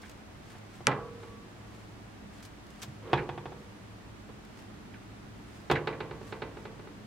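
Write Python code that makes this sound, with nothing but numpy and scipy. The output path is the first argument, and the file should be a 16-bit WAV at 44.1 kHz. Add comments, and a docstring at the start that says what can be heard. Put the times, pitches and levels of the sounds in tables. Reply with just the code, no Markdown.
"""Hamster in a plastic cage

A hamster shuffles through rustling, crackling paper bedding while a fan hums in a quiet room.
Something loose strikes the cage: one hard snap, then two knocks that each rock to rest in lighter taps.
A blow bends the wall, the plastic tub booms, and the wire top buzzes and rings on faintly."""
import sys
import numpy as np
from scipy import signal
from scipy.fft import rfft, irfft, next_fast_len
from scipy.io import wavfile

SR = 44100
rng = np.random.default_rng(int(sys.argv[2]) if len(sys.argv) > 2 else 0)


def inscribe(sig):
    """Save sig as 16-bit PCM at rate SR to the path in sys.argv[1].

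    A 1-D sig is mono; a 2-D sig holds one channel per row.
    Samples are clipped to [-1, 1] before scaling.
    """
    pcm = np.round(np.clip(np.atleast_2d(sig).T, -1, 1) * 32767)
    wavfile.write(sys.argv[1], SR, pcm.astype(np.int16))


N = 311516
RING_SIZE = 2 ** 16   # samples set aside for one blow to ring out


def from_db(db):
    """Turn decibels into a number to multiply by."""
    return 10 ** (np.asarray(db) / 20)


def rms_one(x):
    """Scale a sound so that its average level (rms) is 1."""
    return x / np.sqrt(np.mean(x ** 2) + 1e-20)


def at_hz(table, hz, column=1):
    """Look up a frequency in a table, blending between rows on a log scale."""
    table = np.array(table)
    return np.interp(np.log(hz + 1), np.log(table[:, 0]), table[:, column])


def bins(size):
    """The frequencies in the spectrum of that many samples."""
    return np.arange(size // 2 + 1) * SR / size


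def add(out, s, sound):
    """Mix in a stereo sound, starting at s seconds."""
    start = round(s * SR)
    out[:, start:start + sound.shape[1]] += sound[:, :N - start]


def band(x, low_hz, high_hz):
    """Keep what lies between two frequencies."""
    return signal.sosfilt(signal.butter(2, [low_hz, min(high_hz, SR / 2 - 1)], "band", fs=SR, output="sos"), x)


def tone_filter(db):
    """A filter with these levels that never sounds ahead of its input (minimum phase)."""
    cepstrum = irfft(np.log(from_db(db)))
    cepstrum[1:len(cepstrum) // 2] *= 2
    cepstrum[len(cepstrum) // 2 + 1:] = 0
    return np.exp(rfft(cepstrum))


def left_right(mid, side, alike):
    """Two noises become stereo: a likeness of 1 makes the sides equal, 0 unrelated."""
    return np.sqrt(1 + alike) * mid + np.sqrt(1 - alike) * side * [[1], [-1]]


def stereo_noise(size, likeness):
    """White noise whose sides are alike in the bass and drift apart in the treble."""
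    mid, side = rfft(rng.standard_normal((2, size)))
    return irfft(left_right(mid, side, at_hz(likeness, bins(size))), size)


def coloured_noise(colour, likeness):
    """Stereo noise at level 1, with the given balance of bass and treble."""
    size = next_fast_len(N, real=True)
    spectrum = rfft(stereo_noise(size, likeness)) * from_db(at_hz(colour, bins(size)))
    return rms_one(irfft(spectrum, size)[:, :N])


# tone of the room's air: f/Hz, relative level/dB
AIR_COLOUR = [(15, -40), (25, -15), (53, -2), (80, -10), (99, -1.5), (161, -9.5), (200, -3.5), (236, -9.5),
              (293, -8), (427, -10.5), (531, -16.5), (575, -13), (1700, -19), (8140, -35), (16000, -46.5)]
# how alike the room sounds on left and right: f/Hz, likeness
AIR_LIKENESS = [(60, 0.69), (130, 0.8), (290, 0.48), (640, 0.18), (1400, -0.052), (3100, 0.058),
                (7000, -0.24)]
# rise and fall of the low drone: t/s, level/dB
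DRONE_LEVELS = [(0, -69), (2.2, -55.5), (2.6, -64.5), (3.9, -61), (4.9, -53), (5.5, -58), (7.05, -56)]
# notes of the fan: f/Hz, level/dB
FAN_NOTES = [(64.6, -65), (107, -57), (209.9, -60.5), (296.1, -65.5)]
def room_tone(air_db=-50, waver_hz=3.5, waver=0.62, pan_db=0.4):
    """Steady air noise, a low drone and the wavering hum of a fan."""
    t = np.arange(N) / SR
    out = from_db(air_db) * coloured_noise(AIR_COLOUR, AIR_LIKENESS)
    noise = stereo_noise(next_fast_len(N, real=True), AIR_LIKENESS)[:, :N]
    drone_gain = from_db(np.interp(t, *np.transpose(DRONE_LEVELS)))
    out += drone_gain * rms_one(band(noise, low_hz=149, high_hz=281))
    for hz, level_db in FAN_NOTES:
        unsteady = rms_one(band(rng.standard_normal(N + SR), hz - waver_hz, hz + waver_hz)[SR:])
        out += from_db(level_db) * rms_one(np.sin(2 * np.pi * hz * t) + waver * unsteady)
    return out * from_db([[-pan_db], [pan_db]])


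# the hamster's pushes through the bedding: peak t/s, level/dB, length/s
PUSHES = [(0.062, -59.5, 0.13), (0.51, -57, 0.11), (0.753, -57.5, .11), (1.24, -62, .17),
          (1.76, -62.5, 0.3), (2.368, -58.5, .11), (2.81, -58, 0.17), (3.62, -65, .2), (4.588, -57.5, .08),
          (5.56, -61, 0.3), (6.28, -57, 0.16), (6.598, -65, .25)]
# tone of brushing paper: f/Hz, relative level/dB
RUSTLE_COLOUR = [(300, -5), (1500, 7), (4000, -1), (7500, -3.5), (10000, -9.5), (15500, -19)]
# how alike sounds from the cage are on left and right: f/Hz, likeness
CAGE_LIKENESS = [(100, 1), (500, 0.94), (1100, 0.87), (2000, 0.68), (4000, 0.5), (10000, 0.38)]
def rustle(stir_db=-80.5, rise_share=0.42, flutter_db=2.0):
    """Paper brushes on paper: each push swells and settles unevenly, over a faint steady stir."""
    t, power = np.arange(N) / SR, from_db(stir_db) ** 2
    for s, level_db, length_s in PUSHES:
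        from_peak = np.maximum((s - t) / rise_share, (t - s) / (1 - rise_share)) / length_s
        power = power + (from_db(level_db) * np.exp(-from_peak)) ** 2
    flutter = rms_one(band(rng.standard_normal(N), low_hz=12, high_hz=90))
    return np.sqrt(power) * from_db(flutter_db * flutter) * coloured_noise(RUSTLE_COLOUR, CAGE_LIKENESS)


# crackles in the bedding: t/s, relative level/dB, fade time/s
CRACKLES = [(0.017, -48, 0.015), (0.053, -55, 0.032), (0.095, -40.5, .006), (0.114, -47, .006),
            (0.583, -49, .005), (2.426, -44, 0.026), (2.451, -42, 0.011), (2.667, -50, .005),
            (2.704, -47.5, .008), (2.8177, -36.5, 0.0098), (2.823, -34, 0.011), (2.83, -32.5, 0.011),
            (4.45, -47, .005), (4.591, -56, 0.022), (5.713, -32, 0.011), (6.291, -52, .012)]
# tone of a crackle: f/Hz, boost/dB
CRACKLE_COLOUR = [(300, -18), (1200, 5), (3000, 3.5), (6500, 2.5), (10000, -5.5), (15500, -12)]
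def crackles(gain_db=-5.0, size=4096):
    """Paper fibres give way, each time in a tiny burst of noise."""
    t, out = np.arange(size) / SR, np.zeros((2, N))
    colour = tone_filter(at_hz(CRACKLE_COLOUR, bins(size)))
    for s, level_db, fade_s in CRACKLES:
        burst = rms_one(stereo_noise(size, CAGE_LIKENESS)) * np.exp(-t / fade_s)
        add(out, s, from_db(level_db + gain_db) * irfft(rfft(burst) * colour))
    return out


def dying_noise(low_hz, high_hz, t60, rise_s):
    """Crowded notes blur into noise that swells, then fades by 60 dB in t60 seconds (the ring time)."""
    t = np.arange(min(int(1.2 * t60 * SR), RING_SIZE)) / SR
    shape = np.exp(-np.log(1000) * t / t60) * (1 - np.exp(-t / rise_s))
    mid, side = band(rng.standard_normal((2, RING_SIZE))[:, :len(t)], low_hz, high_hz)
    noise = left_right(mid, side, at_hz(CAGE_LIKENESS, np.sqrt(low_hz * high_hz)))
    burst = rms_one(noise * shape) * np.sqrt(np.mean(shape ** 2))
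    return np.pad(burst, [(0, 0), (0, RING_SIZE - len(t))])


# the three spots that get hit, numbered 0-2:
# bending delay/s, wall-to-wall time/s, share bounced back, twist 0-1, lean to the left/dB, clatter/dB
SPOTS = [(0.00197, .0052, 0.095, 1, 2.1, -13), (0.000663, .00272, 0.47, 0.4, -0.5, 0),
         (0.00096, .00236, 0.71, 0, 0, 1.5)]
# tone of the struck wall: f/Hz, then relative level/dB for each spot
WALL_COLOUR = [(40.3, -42, -24, -12), (120, 5, 19, 9), (240, 16.5, 14.5, 9), (455, 2, 20, 17.5),
               (800, -3, 19.5, 8.5), (1270, 17, 9.5, 3), (1630, 19, 14, 2.5), (2360, 19.5, 2.5, 0),
               (3660, 9.5, 3.5, -4), (4240, 8.5, -9, -6), (5670, 14, -17, -24), (7700, 5, -28, -28),
               (9660, 8, -32, -38), (13200, -26, -53, -48)]
def wall_wave(spot, twist_hz=1800, twist_width_hz=1100, spread=0.09):
    """A bend runs through the plastic, treble first, bounces between walls and scatters into clatter."""
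    bend_s, trip_s, reflected, twist, left_db, clatter_db = SPOTS[spot]
    hz = bins(RING_SIZE)
    bending = np.exp(-4j * np.pi * bend_s * (np.sqrt(1000 * hz) - hz / 7))
    smear = np.exp(-1j * spread * (hz / 1000) ** 2)   # each bounce blurs the click a little more
    bounces = np.sqrt(1 - reflected ** 2) / (1 - reflected * smear * np.exp(-2j * np.pi * hz * trip_s))
    # a twisting panel pushes air on one side while it pulls on the other
    panel = 1j * hz * twist_width_hz / (twist_hz ** 2 - hz ** 2 + 1j * hz * twist_width_hz)
    direct = np.array([bounces * from_db(left_db), bounces * (1 - 2 * twist * panel) * from_db(-left_db)])
    clatter = rfft(dying_noise(low_hz=900, high_hz=4500, t60=0.034, rise_s=0.0047))
    clatter /= np.sqrt(np.mean(np.abs(clatter[:, (hz > 1000) & (hz < 4000)]) ** 2))
    colour = tone_filter(at_hz(WALL_COLOUR, hz, column=1 + spot))
    return irfft(colour * bending * (direct + from_db(clatter_db) * clatter))


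def ringing(notes, spot, rise_s, phase_spread):
    """Fading pure notes, every other one flipped, reach left and right slightly out of step."""
    t, out = np.arange(RING_SIZE) / SR, np.zeros((2, RING_SIZE))
    for k, (hz, t60, *level_db) in enumerate(notes):
        age = t[t < t60]
        phase = k * np.pi + phase_spread * np.sqrt(hz / 1000) * rng.standard_normal((2, 1))
        fade = from_db(level_db[spot]) * np.exp(-np.log(1000) * age / t60)
        out[:, :len(age)] += fade * np.sin(2 * np.pi * hz * age + phase)
    return out * (1 - np.exp(-t / rise_s))


# the tub's own notes, the wire top's long notes and the tub's blur of crowded notes:
# f/Hz, ring time/s, then relative level/dB for each spot
TUB_NOTES = [(131.7, 0.35, -25, -23.5, -44), (151.1, 0.62, -34, -34.5, -33),
             (272.6, 0.2, -23.5, -76, -33.5), (350.5, 0.35, -62, -22.5, -31), (423, 0.7, -31, -35.5, -42),
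             (453, 0.42, -44, -30, -36.5), (534, 0.19, -22.5, -29, -53), (616, 0.16, -88, -46, -76.5),
             (734, 0.31, -45, -29.5, -47), (828, 0.36, -25, -26.5, -39.5), (891, 0.27, -28, -24.5, -28.5),
             (947, 0.21, -35, -24.5, -33), (1048, 0.5, -33, -49, -36), (1159, 0.12, -29, -26, -26),
             (1240, 0.22, -50, -61, -49), (1390, 0.1, -33, -66, -109), (1552, 0.4, -46, -65, -39),
             (1592, 0.52, -40.5, -45, -56.5), (1650, 0.21, -23, -33.5, -51), (1987, 0.28, -27.5, -36, -35),
             (2370, 0.3, -31, -45, -39), (2510, 0.18, -39, -32.5, -46), (2700, 0.11, -46, -51, -34),
             (3420, 0.087, -42, -26.5, -62)]
WIRE_NOTES = [(464.6, 1.83, -45, -54, -62), (466, 1.8, -53, -56, -65), (496, 1.16, -44, -47, -49),
              (990, 1.17, -48.5, -53, -58), (1137, 2.9, -53.5, -58.5, -60.5), (1140, 2.2, -52.5, -63, -63),
              (1300, 1.15, -52, -69, -78)]
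TUB_BLUR = [(60, .4, -60, -46.5, -52), (120, 0.41, -50, -38.5, -36.5), (230, 0.47, -43, -42, -43),
            (413, 0.52, -35.5, -32, -33), (690, 0.54, -38.5, -47.5, -40.5), (1300, 0.4, -28, -36.5, -39.5),
            (1820, 0.34, -35.5, -42.5, -43), (2650, 0.42, -43, -42.5, -46.5), (3900, 0.12, -35.5, -43, -46),
            (5740, 0.088, -41, -52, -72), (9200, 0.036, -35, -58, -70), (14000, .05, -80, -85, -84.5)]
def cage_ring(spot, tub_db=-6.0, wire_db=2.0, blur_db=-0.5, rise_cycles=1.1):
    """The tub and wires ring on after a blow, in a blur whose low notes build up last."""
    out = from_db(tub_db) * ringing(TUB_NOTES, spot, rise_s=0.0035, phase_spread=0.36)
    out += from_db(wire_db) * ringing(WIRE_NOTES, spot, rise_s=0.015, phase_spread=0.22)
    edges_hz = 45 * 2 ** np.arange(0, 8.6, 0.5)   # half an octave apart
    for low, high in zip(edges_hz, edges_hz[1:]):
        hz = np.sqrt(low * high)
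        gain = from_db(blur_db + at_hz(TUB_BLUR, hz, column=2 + spot))
        out += gain * dying_noise(low, high, t60=at_hz(TUB_BLUR, hz), rise_s=rise_cycles / hz)
    return out


# blows on the cage: t/s, force/dB, brightness/(dB per octave), spot number
KNOCKS = [(0.032, -36, 1, 1), (0.552, -32.5, 0, 1), (0.806, -28.5, -4, 1), (0.8694, 0, -2, 0),
          (1.231, -23, -0.5, 2), (2.835, -32.5, 4, 1), (2.878, -42.5, -11.5, 1), (3.1317, 0, -0.5, 1),
          (3.2911, -14.5, -1, 1), (3.3776, -19, -1.5, 1), (3.4564, -18.5, -2, 1), (3.5207, -25.5, -3, 1),
          (4.9376, -40, 4, 1), (5.6995, 1, -1.1, 2), (5.7137, -3, 0.5, 1), (5.8728, -4, 0.5, 2),
          (6.0044, -9, 0, 2), (6.1101, -14.5, -1.5, 2), (6.213, -21.5, -4, 2), (6.3241, -12, 0, 2),
          (6.4202, -9.5, 0, 2), (6.5695, -19, -1.5, 2), (6.653, -16, -1, 2), (6.7945, -22.5, -2, 2),
          (6.871, -23.5, -1.5, 2)]
def knocks(looseness=0.036, size=1024):
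    """Something loose hits the cage: strong blows shake all of it, light taps mostly the wall."""
    waves = [wall_wave(spot) for spot in range(len(SPOTS))]
    rings = [cage_ring(spot) for spot in range(len(SPOTS))]
    octaves = np.log2(np.clip(bins(size), 120, 6000) / 800)
    end_fade = np.clip(np.linspace(4, -0.4, RING_SIZE), 0, 1)
    out = np.zeros((2, N))
    for s, force_db, brightness, spot in KNOCKS:
        shake = from_db(looseness * force_db)
        response = end_fade * (waves[spot] / shake + rings[spot] * shake)
        contact = irfft(tone_filter(force_db + brightness * octaves))
        add(out, s, signal.oaconvolve(response, contact[None], axes=1))
    return out


# rattles of the wire top: t/s, level/dB
BUZZES = [(0.032, -53.5), (0.913, -40), (3.174, -38), (4.938, -54), (5.754, -33.5), (5.927, -49)]
# the pitch ranges in each rattle: f/Hz, width/Hz, boost/dB, delay/s
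BUZZ_BANDS = [(3430, 1400, -9, 0), (2750, 300, -10.5, 0), (2220, 500, 1.5, 0), (1630, 350, 3, .004)]
def top_buzz():
    """The loose top rattles briefly when nudged and just after the hardest blows."""
    out = np.zeros((2, N))
    for s, level_db in BUZZES:
        for hz, width_hz, boost_db, delay_s in BUZZ_BANDS:
            rattle = dying_noise(hz - width_hz / 2, hz + width_hz / 2, t60=0.12, rise_s=0.00062)
            add(out, s + delay_s, from_db(level_db + boost_db) * rattle)
    return out


# slides along the wall: start t/s, level/dB, length/s
SLIDES = [(3.015, -42, .11), (4.271, -49, 0.031)]
# tone of the rubbing: f/Hz, relative level/dB
SLIDE_COLOUR = [(80, -20), (300, -4), (470, 5), (700, -11), (1100, -7), (2000, -18.5), (3500, -25),
                (7000, -47)]
def sliding(swell_power=0.59, stop_s=0.013):
    """The loose thing rubs along the wall, louder as it gathers speed, until it is stopped."""
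    t, gain = np.arange(N) / SR, 0
    for s, level_db, length_s in SLIDES:
        speed = np.clip((t - s) / length_s, 0, 1)
        stopping = np.exp(-np.maximum(t - s - length_s, 0) / stop_s)
        gain = gain + from_db(level_db) * speed ** swell_power * stopping
    return gain * coloured_noise(SLIDE_COLOUR, CAGE_LIKENESS)


def scene(pan_db=1.0):
    """The cage, nudged to the right, with its bedding and the room."""
    cage = (knocks() + top_buzz() + sliding()) * from_db([[-pan_db], [pan_db]])
    return cage + crackles() + rustle() + room_tone()


def record(dry):
    """Cut the very highest treble, above 15900 Hz."""
    return signal.sosfilt(signal.ellip(10, 0.1, 70, 15900, fs=SR, output="sos"), dry)


dry = scene()
out = record(dry)
inscribe(out)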